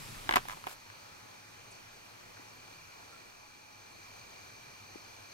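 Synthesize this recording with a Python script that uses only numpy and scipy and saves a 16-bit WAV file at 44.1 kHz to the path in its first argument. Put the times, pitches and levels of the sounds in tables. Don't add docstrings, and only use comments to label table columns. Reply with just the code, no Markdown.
import sys
import numpy as np
from scipy import signal
from scipy.fft import rfft, irfft, next_fast_len
from scipy.io import wavfile
from scipy.ndimage import uniform_filter1d, map_coordinates

SR = 44100
rng = np.random.default_rng(int(sys.argv[2]) if len(sys.argv) > 2 else 0)


def store_wav(level_fs):
    pcm = np.round(np.clip(np.atleast_2d(level_fs), -1, 1) * 32767)
    wavfile.write(sys.argv[1], SR, pcm.T.astype(np.int16))


N = 235449


def amp(db):
    return 10 ** (np.asarray(db) / 20)


def unit(x):
    return x / np.sqrt(np.mean(x ** 2) + 1e-20)


def along(points, hz):
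    point_hz, value = np.transpose(points)
    return np.interp(np.log(hz + 1), np.log(point_hz + 1), value)


def curves(rows):
    start_s, *columns = np.transpose(rows)
    return [np.interp(np.arange(N) / SR, start_s, column) for column in columns]


def wobble(rate):
    knots = rng.standard_normal(int(N * rate / SR) + 4)
    return map_coordinates(knots, [np.arange(N) * rate / SR])


def envelope(start, attack, hold, t60):
    t = np.arange(N) / SR - start
    return np.clip(t / attack, 0, 1) * amp(-60 * np.clip(t - attack - hold, 0, None) / t60)


def fading(length):
    return np.clip(1 - np.arange(N) / SR / length, 0, 1)


def filtered(x, response):
    m = next_fast_len(N + SR // 4)
    return irfft(rfft(x, m) * response(np.fft.rfftfreq(m, 1 / SR)), m)[..., :N]


def ports(pair, lead):
    return filtered(pair, lambda hz: np.exp(.5j * np.outer([1, -1], along(lead, hz))))


def rush(spectrum, alike, lead, patchy_db):
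    z = signal.stft(rng.standard_normal((2, N)), nperseg=512)[2]
    field = rng.standard_normal(z.shape[1:])
    field = uniform_filter1d(uniform_filter1d(field, size=6, axis=0), size=10, axis=1)
    pair = signal.istft(z * amp(patchy_db * unit(field)), nperseg=512)[1][:, :N]

    def mid_side(hz):
        turn = np.arccos(np.clip(along(alike, hz), -1, 1)) / 2
        in_band = (hz >= spectrum[0][0]) * (hz <= spectrum[-1][0])
        return amp(along(spectrum, hz)) * in_band * [np.cos(turn), np.sin(turn)]

    mid, side = filtered(pair, mid_side)
    return unit(ports(np.array([mid + side, mid - side]), lead))


# pitch_hz, decay_t60_s
TREE_DECAY = [(200, 0.18), (2000, 0.072), (10000, 0.26)]


def echo(x):
    hz, t, z = signal.stft(rng.standard_normal((2, SR // 4)), SR, nperseg=128)
    decay = amp(-60 * t / along(TREE_DECAY, hz)[:, None])
    tail = signal.istft(z * decay, SR, nperseg=128)[1]
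    return signal.fftconvolve(x, tail / np.linalg.norm(tail[0]), axes=1)[:, :N]


# start_s, low_chorus_level_db, near_cricket_level_db
INSECT_LEVELS = [(0, -66, -66), (.8, -65.5, -67), (1.7, -66, -65.5), (2.2, -66.5, -68), (2.8, -64.5, -62.5),
                 (3.2, -66, -65), (3.55, -66.5, -64), (3.85, -64.5, -64.5), (4.2, -62.5, -61),
                 (4.8, -63, -63), (5.34, -62, -62)]
# pitch_hz, level_db (per Hz)
NEIGHBOURS = [(2200, -30), (2300, -8), (2450, -3), (2540, 0), (2610, -8), (2720, -30)]
STROKE_HZ, NEIGHBOURS_DB = 35.77, -69.5


def cricket():
    count = np.arange(N) * STROKE_HZ / SR + .655
    stroke = count.astype(int)
    t = (count % 1 - .5) / STROKE_HZ
    chance = rng.standard_normal((stroke[-1] + 1, 2))[stroke]
    phase = 2 * np.pi * (2380 * t - 4800 * t * t) + .5 * chance[:, 0]
    swell = np.exp(-(t / .01) ** 4) * amp(chance[:, 1])
    song = amp(curves(INSECT_LEVELS)[1]) * unit(swell * np.sin(phase))
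    near = ports(np.array([song, song]), [(2400, .5)]) + amp(-9) * echo(song[None])
    return near + amp(NEIGHBOURS_DB) * rush(NEIGHBOURS, [(2400, .6)], [(2400, .8)], patchy_db=1.5)


# pitch_hz, level_db (per Hz)
LOW_CHORUS = [(3600, -16), (3900, -5.5), (4200, 2), (4420, 4), (4700, -3), (5100, -9.5), (5400, -35)]
HIGH_CHORUS = [(5300, -36), (5600, 3), (5780, 3.5), (6300, 2.5), (6500, 1), (6600, 2.5), (6900, -46)]
HIGH_DB, HIGH_START_DB = -1, -3
FADE_S = 0.94


def chorus():
    beat = 1 + 0.19 * np.sin(2 * np.pi * np.cumsum(47 + 2 * wobble(3.3)) / SR)
    low = beat * rush(LOW_CHORUS, [(4400, 0.66)], [(4400, 0.31)], patchy_db=1.0) * amp([[.7], [-.7]])
    high = rush(HIGH_CHORUS, [(6000, 0.97)], [(6000, 1.38)], patchy_db=1.0) * amp([[1.8], [-1.8]])
    high_gain = amp(HIGH_DB + HIGH_START_DB * fading(FADE_S))
    return amp(curves(INSECT_LEVELS)[0]) * (low + high_gain * high)


# snap_db, crack_db, thud_db
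CLICKS = [(.273, -39, 0, -15, -6), (.292, -15.5, 0, -19, 0), (.31, -18, -1.5, -14, -4.5),
          (0.325, -34, 13, -6, 3), (0.338, -21, 2.5, -12, 1.5), (0.342, -26.5, 8, -16, -12),
          (.3575, -20.5, 1.5, -6, 3), (.359, -12, -4, -13, -3), (.363, -20, 0, -23, -20),
          (.367, -13.5, -6.5, -30, -9), (.37, -22.5, -9, -30, 1), (.375, -32, -1, -17, 7),
          (0.4538, -41, -2, -17, 7), (.571, -42.5, -10, -21, 7), (.64, -33, -7.5, -28, -16),
          (0.666, -44, -15, -12, 1), (0.6692, -28.5, -4, -10, 5), (.901, -44, 3, -17, -7)]
CREAK = [.485, .497, .507, .516, .525, .534]
CREAK_DB, CREAK_FADE_DB, CREAK_THUD_DB = -29, 1.1, -14
CREAK_SNAP_DB, CREAK_CRACK_DB, CREAK_DULLS_DB = -1, -10, 1.5


def slips():
    creak = []
    for k, start_s in enumerate(CREAK):
        snap_db = CREAK_SNAP_DB - CREAK_DULLS_DB * k
        crack_db = CREAK_CRACK_DB - 2 * CREAK_DULLS_DB * k
        creak.append((start_s, CREAK_DB - CREAK_FADE_DB * k, snap_db, crack_db, CREAK_THUD_DB))
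    return list(CLICKS) + creak


def ring(modes, t):
    chance = rng.standard_normal((len(modes), 2, 2, 1)) * [[[1.5]], [[.5]]]
    total = 0
    for (hz, db, t60), (extra_db, phase) in zip(modes, chance):
        total = total + amp(db + extra_db - 60 * t / t60) * np.sin(2 * np.pi * hz * t + phase)
    return total


# pitch_hz, level_db, decay_t60_s
BODY_MODES = [(1040, -3, .024), (1170, -4, .024), (1320, -8, .02)]
SMALL_PART_MODES = [(1680, -0.5, 0.012), (2065, 1.5, 0.008), (2906, -2.5, 0.0066), (3380, -3, 0.0041),
                    (4910, -13, 0.0053)]
FRAME_MODES = [(300, -18.5, 0.017), (380, -15, 0.037), (594, -28, 0.018), (758, -7.5, 0.03),
               (893, -2, 0.022)]
# pitch_hz, left_lead_rad
NEAR_LEAD = [(170, 0), (500, 1.8), (1400, 2.6), (2400, 1.7), (5000, 1.2), (10500, 1.5), (11500, -.2)]
GEAR_PAN_DB = -3


def clicks():
    out, t = np.zeros((2, N)), np.arange(SR // 10) / SR
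    for start_s, db, snap_db, crack_db, thud_db in slips():
        crack = np.diff(rng.standard_normal(len(t) + 1)) * amp(-60 * t / 0.0076)
        knock = ring(BODY_MODES, t) + amp(thud_db) * ring(FRAME_MODES, t)
        knock = knock * (1 - np.exp(-t / 0.00069))
        snap = amp(snap_db) * ring(SMALL_PART_MODES, t) * (1 - np.exp(-t / 0.00019))
        sides = knock + snap * amp([[3], [-3]]) + amp(crack_db) * crack
        out[:, round(start_s * SR):][:, :len(t)] += sides * amp(db)
    panned = out * amp([[GEAR_PAN_DB / 2], [-GEAR_PAN_DB / 2]])
    band = lambda hz: 1 / (1 + (hz / 13500) ** 8) / (1 + (170 / (hz + 1)) ** 4)
    return ports(filtered(panned, band), NEAR_LEAD)


# pitch_hz, level_db (per Hz)
RATTLE = [(120, -23), (200, -10), (1120, 1.5), (1740, -2), (2010, -13), (2250, -1), (3870, -14.5),
          (9000, -29), (11700, -54), (19800, -120)]
BURST_HISS = [(1760, -32), (3000, -6), (3800, -2), (4310, -0.5), (13300, -6), (15800, -12)]
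# start_s, attack_s, hold_s, level_db, release_t60_s, stirred_rattle_level_db
HISS_BURSTS = [(0.359, 0.0014, 0.0017, -35, 0.057, -62), (.486, 0.011, 0.03, -54.5, .1, -51),
               (0.649, 0.045, 0.036, -52, 0.085, -49.5)]
# pitch_hz, likeness (0 to 1)
ALIKE = [(20, .75), (60, .85), (170, .55), (340, .3), (700, .5), (2000, .45), (3400, .4), (7000, .3),
         (10500, .2), (11500, .9)]
SHAKE_DB, SHAKE_T60_S = -18, 0.077


def handling():
    jolts = np.zeros(N)
    for start_s, db, *_ in CLICKS:
        jolts[round(start_s * SR)] = amp(db + SHAKE_DB)
    decay = amp(-60 * np.arange(SR // 2) / SR / SHAKE_T60_S)
    shake = np.abs(signal.fftconvolve(jolts, decay)[:N])
    burst, stir = np.zeros(N), np.zeros(N)
    for start_s, attack, hold, db, t60, stir_db in HISS_BURSTS:
        swell = envelope(start_s, attack, hold, t60)
        burst += amp(db) * swell
        stir += amp(stir_db) * swell
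    grains = amp(4.7 * wobble(500))
    rattle = unit(grains * rush(RATTLE, [(1000, 0.2)], NEAR_LEAD, patchy_db=0.0))
    return (shake + stir) * rattle + burst * rush(BURST_HISS, ALIKE, NEAR_LEAD, patchy_db=1.5)


# pitch_hz, level_db (per Hz)
RUMBLE = [(8.8, -31), (15, -1), (34, 2.5), (64, -21), (97, -2), (286, -11), (500, -19.5), (650, -47),
          (1100, -120)]
HISS = [(240, -27), (400, -2.5), (877, -3), (947, 2.5), (1600, -4.5), (2460, -2.5), (11600, -10.5),
        (15800, -21)]
# pitch_hz, left_lead_rad
DIFFUSE_LEAD = [(170, 0), (350, 1.7), (550, 2.3), (2000, 2), (3400, 2.2), (7000, 1.7), (10500, 1.5),
                (11500, -.2)]
RUMBLE_DB, HISS_DB, THROB_DB = -51, -48.5, -57.5
DRONE_HZ, THROB_S = 47.4, .45


def opening():
    turn = np.cumsum(DRONE_HZ * (1 + 0.028 * wobble(8.3))) / SR
    pulses = np.diff(np.floor(turn), prepend=0) * amp(1.5 * wobble(40))
    throb = unit(filtered(pulses, lambda hz: (hz > 70) / (1 + (hz / 170) ** 3)))
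    rumble = amp(RUMBLE_DB) * rush(RUMBLE, [(30, 0.93), (400, 0.33)], DIFFUSE_LEAD, patchy_db=3.0)
    hiss_lead = [(500, 5.0), (2400, 0.2), (7000, 0.5)]
    hiss = amp(HISS_DB) * rush(HISS, ALIKE, hiss_lead, patchy_db=1.5)
    return amp(THROB_DB) * fading(THROB_S) * throb + fading(FADE_S) * (rumble + hiss)


# delay_s, level_db (over the chip)
CHIP_ANSWERS = [(0.013, -4), (.03, -1), (.047, -14)]
# start_s, hold_s, level_db
PEEP = [(3.123, 0.022, -58), (3.159, 0.0097, -61)]
CHIP_S, CHIP_DB, CHIP_ATTACK_S, CHIP_HOLD_S, CHIP_T60_S = 1.704, -56, 0.013, .012, 0.094
CHIP_TOP_HZ, CHIP_END_HZ, CHIP_FALL_HZ_PER_S = 12700, 4400, 320000
PEEP_HZ, PEEP_ATTACK_S, PEEP_T60_S = 1360, 0.0032, 0.015


def bird():
    t = np.arange(N) / SR
    fall = CHIP_TOP_HZ - CHIP_FALL_HZ_PER_S * (t - CHIP_S)
    hz = np.clip(fall, CHIP_END_HZ, CHIP_TOP_HZ) * (1 + 0.0197 * wobble(900))
    gain = amp(CHIP_DB) * envelope(CHIP_S, CHIP_ATTACK_S, CHIP_HOLD_S, CHIP_T60_S)
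    chip = gain * np.sin(2 * np.pi * np.cumsum(hz) / SR)
    dull = filtered(chip, lambda f: 1 / (1 + (f / 6500) ** 6))
    chip = chip + sum(amp(db) * np.roll(dull, round(delay_s * SR)) for delay_s, db in CHIP_ANSWERS)
    notes = sum(amp(db) * envelope(s, PEEP_ATTACK_S, hold, PEEP_T60_S) for s, hold, db in PEEP)
    peep = notes * np.sqrt(2) * np.sin(2 * np.pi * PEEP_HZ * t)
    return chip + amp(-2) * echo(chip[None]) + peep


# start_s, pitch_hz (at the start), level_db, decay_t60_s, pan_db (left over right)
TAPS = [(.147, 1880, -42, .02, 4), (2.37, 1610, -43, .03, 3), (2.396, 343, -42.5, 0.029, 3),
        (4.948, 895, -44, .03, -3), (4.9575, 365, -32, 0.017, 7.5)]
TAP_SAG_PER_S = 24


def taps():
    out, t = np.zeros((2, N)), np.arange(SR // 5) / SR
    sagging_s = (1 - np.exp(-TAP_SAG_PER_S * t)) / TAP_SAG_PER_S
    onset = 1 - np.exp(-t / 0.00052)
    for start_s, hz, db, t60, pan_db in TAPS:
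        tap = -amp(db - 60 * t / t60) * np.sin(2 * np.pi * hz * sagging_s) * onset
        out[:, round(start_s * SR):][:, :len(t)] += tap * amp([[pan_db / 2], [-pan_db / 2]])
    return ports(filtered(out, lambda hz: 1 / (1 + (150 / (hz + 1)) ** 4)), DIFFUSE_LEAD)


# pitch_hz, level_db (per Hz)
AIR = [(15, 8), (35, -10.5), (60, -3), (160, -1), (500, 0), (1000, 3), (1700, -1), (2200, -2), (2800, -3.5),
       (3400, -6.5), (5200, -7.5), (7500, -12), (12000, -18.5), (15800, -22)]
HUM = [(60, -70), (80, -14), (97, 12.5), (118, 5.5), (150, -18)]
# pitch_hz, level_db (before a slow waver)
WHINE = [(839.8, -76), (1679.6, -86)]
AIR_DB, HUM_DB = -54, -68.5
LULL_S, LULL_WIDTH_S, LULL_AIR_DB, LULL_HUM_DB = 3.58, 0.34, -2.5, -5
HUM_RETURNS_DB = 3.5


def woods():
    t = np.arange(N) / SR
    lull = np.exp(-((t - LULL_S) / LULL_WIDTH_S) ** 2)
    whine = sum(amp(db) * np.sqrt(2) * np.sin(2 * np.pi * hz * t) for hz, db in WHINE)
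    whine = whine * amp(2.5 * wobble(4))
    air_db = AIR_DB + LULL_AIR_DB * lull + 0.3 * wobble(6.12)
    air = amp(air_db) * rush(AIR, ALIKE, DIFFUSE_LEAD, patchy_db=1)
    hum_db = HUM_DB + LULL_HUM_DB * lull + HUM_RETURNS_DB * (t > LULL_S) + 1.2 * wobble(5)
    hum = amp(hum_db) * rush(HUM, [(97, 0.93)], DIFFUSE_LEAD, patchy_db=1)
    return air + hum + whine


def scene():
    gear = clicks()
    close = gear + amp(-16.5) * echo(gear) + handling()
    return cricket() + chorus() + close + opening() + bird() + taps() + woods()


TOP_HZ = 15800


def record(dry):
    return filtered(dry, lambda hz: hz < TOP_HZ)


dry = scene()
out = record(dry)
store_wav(out)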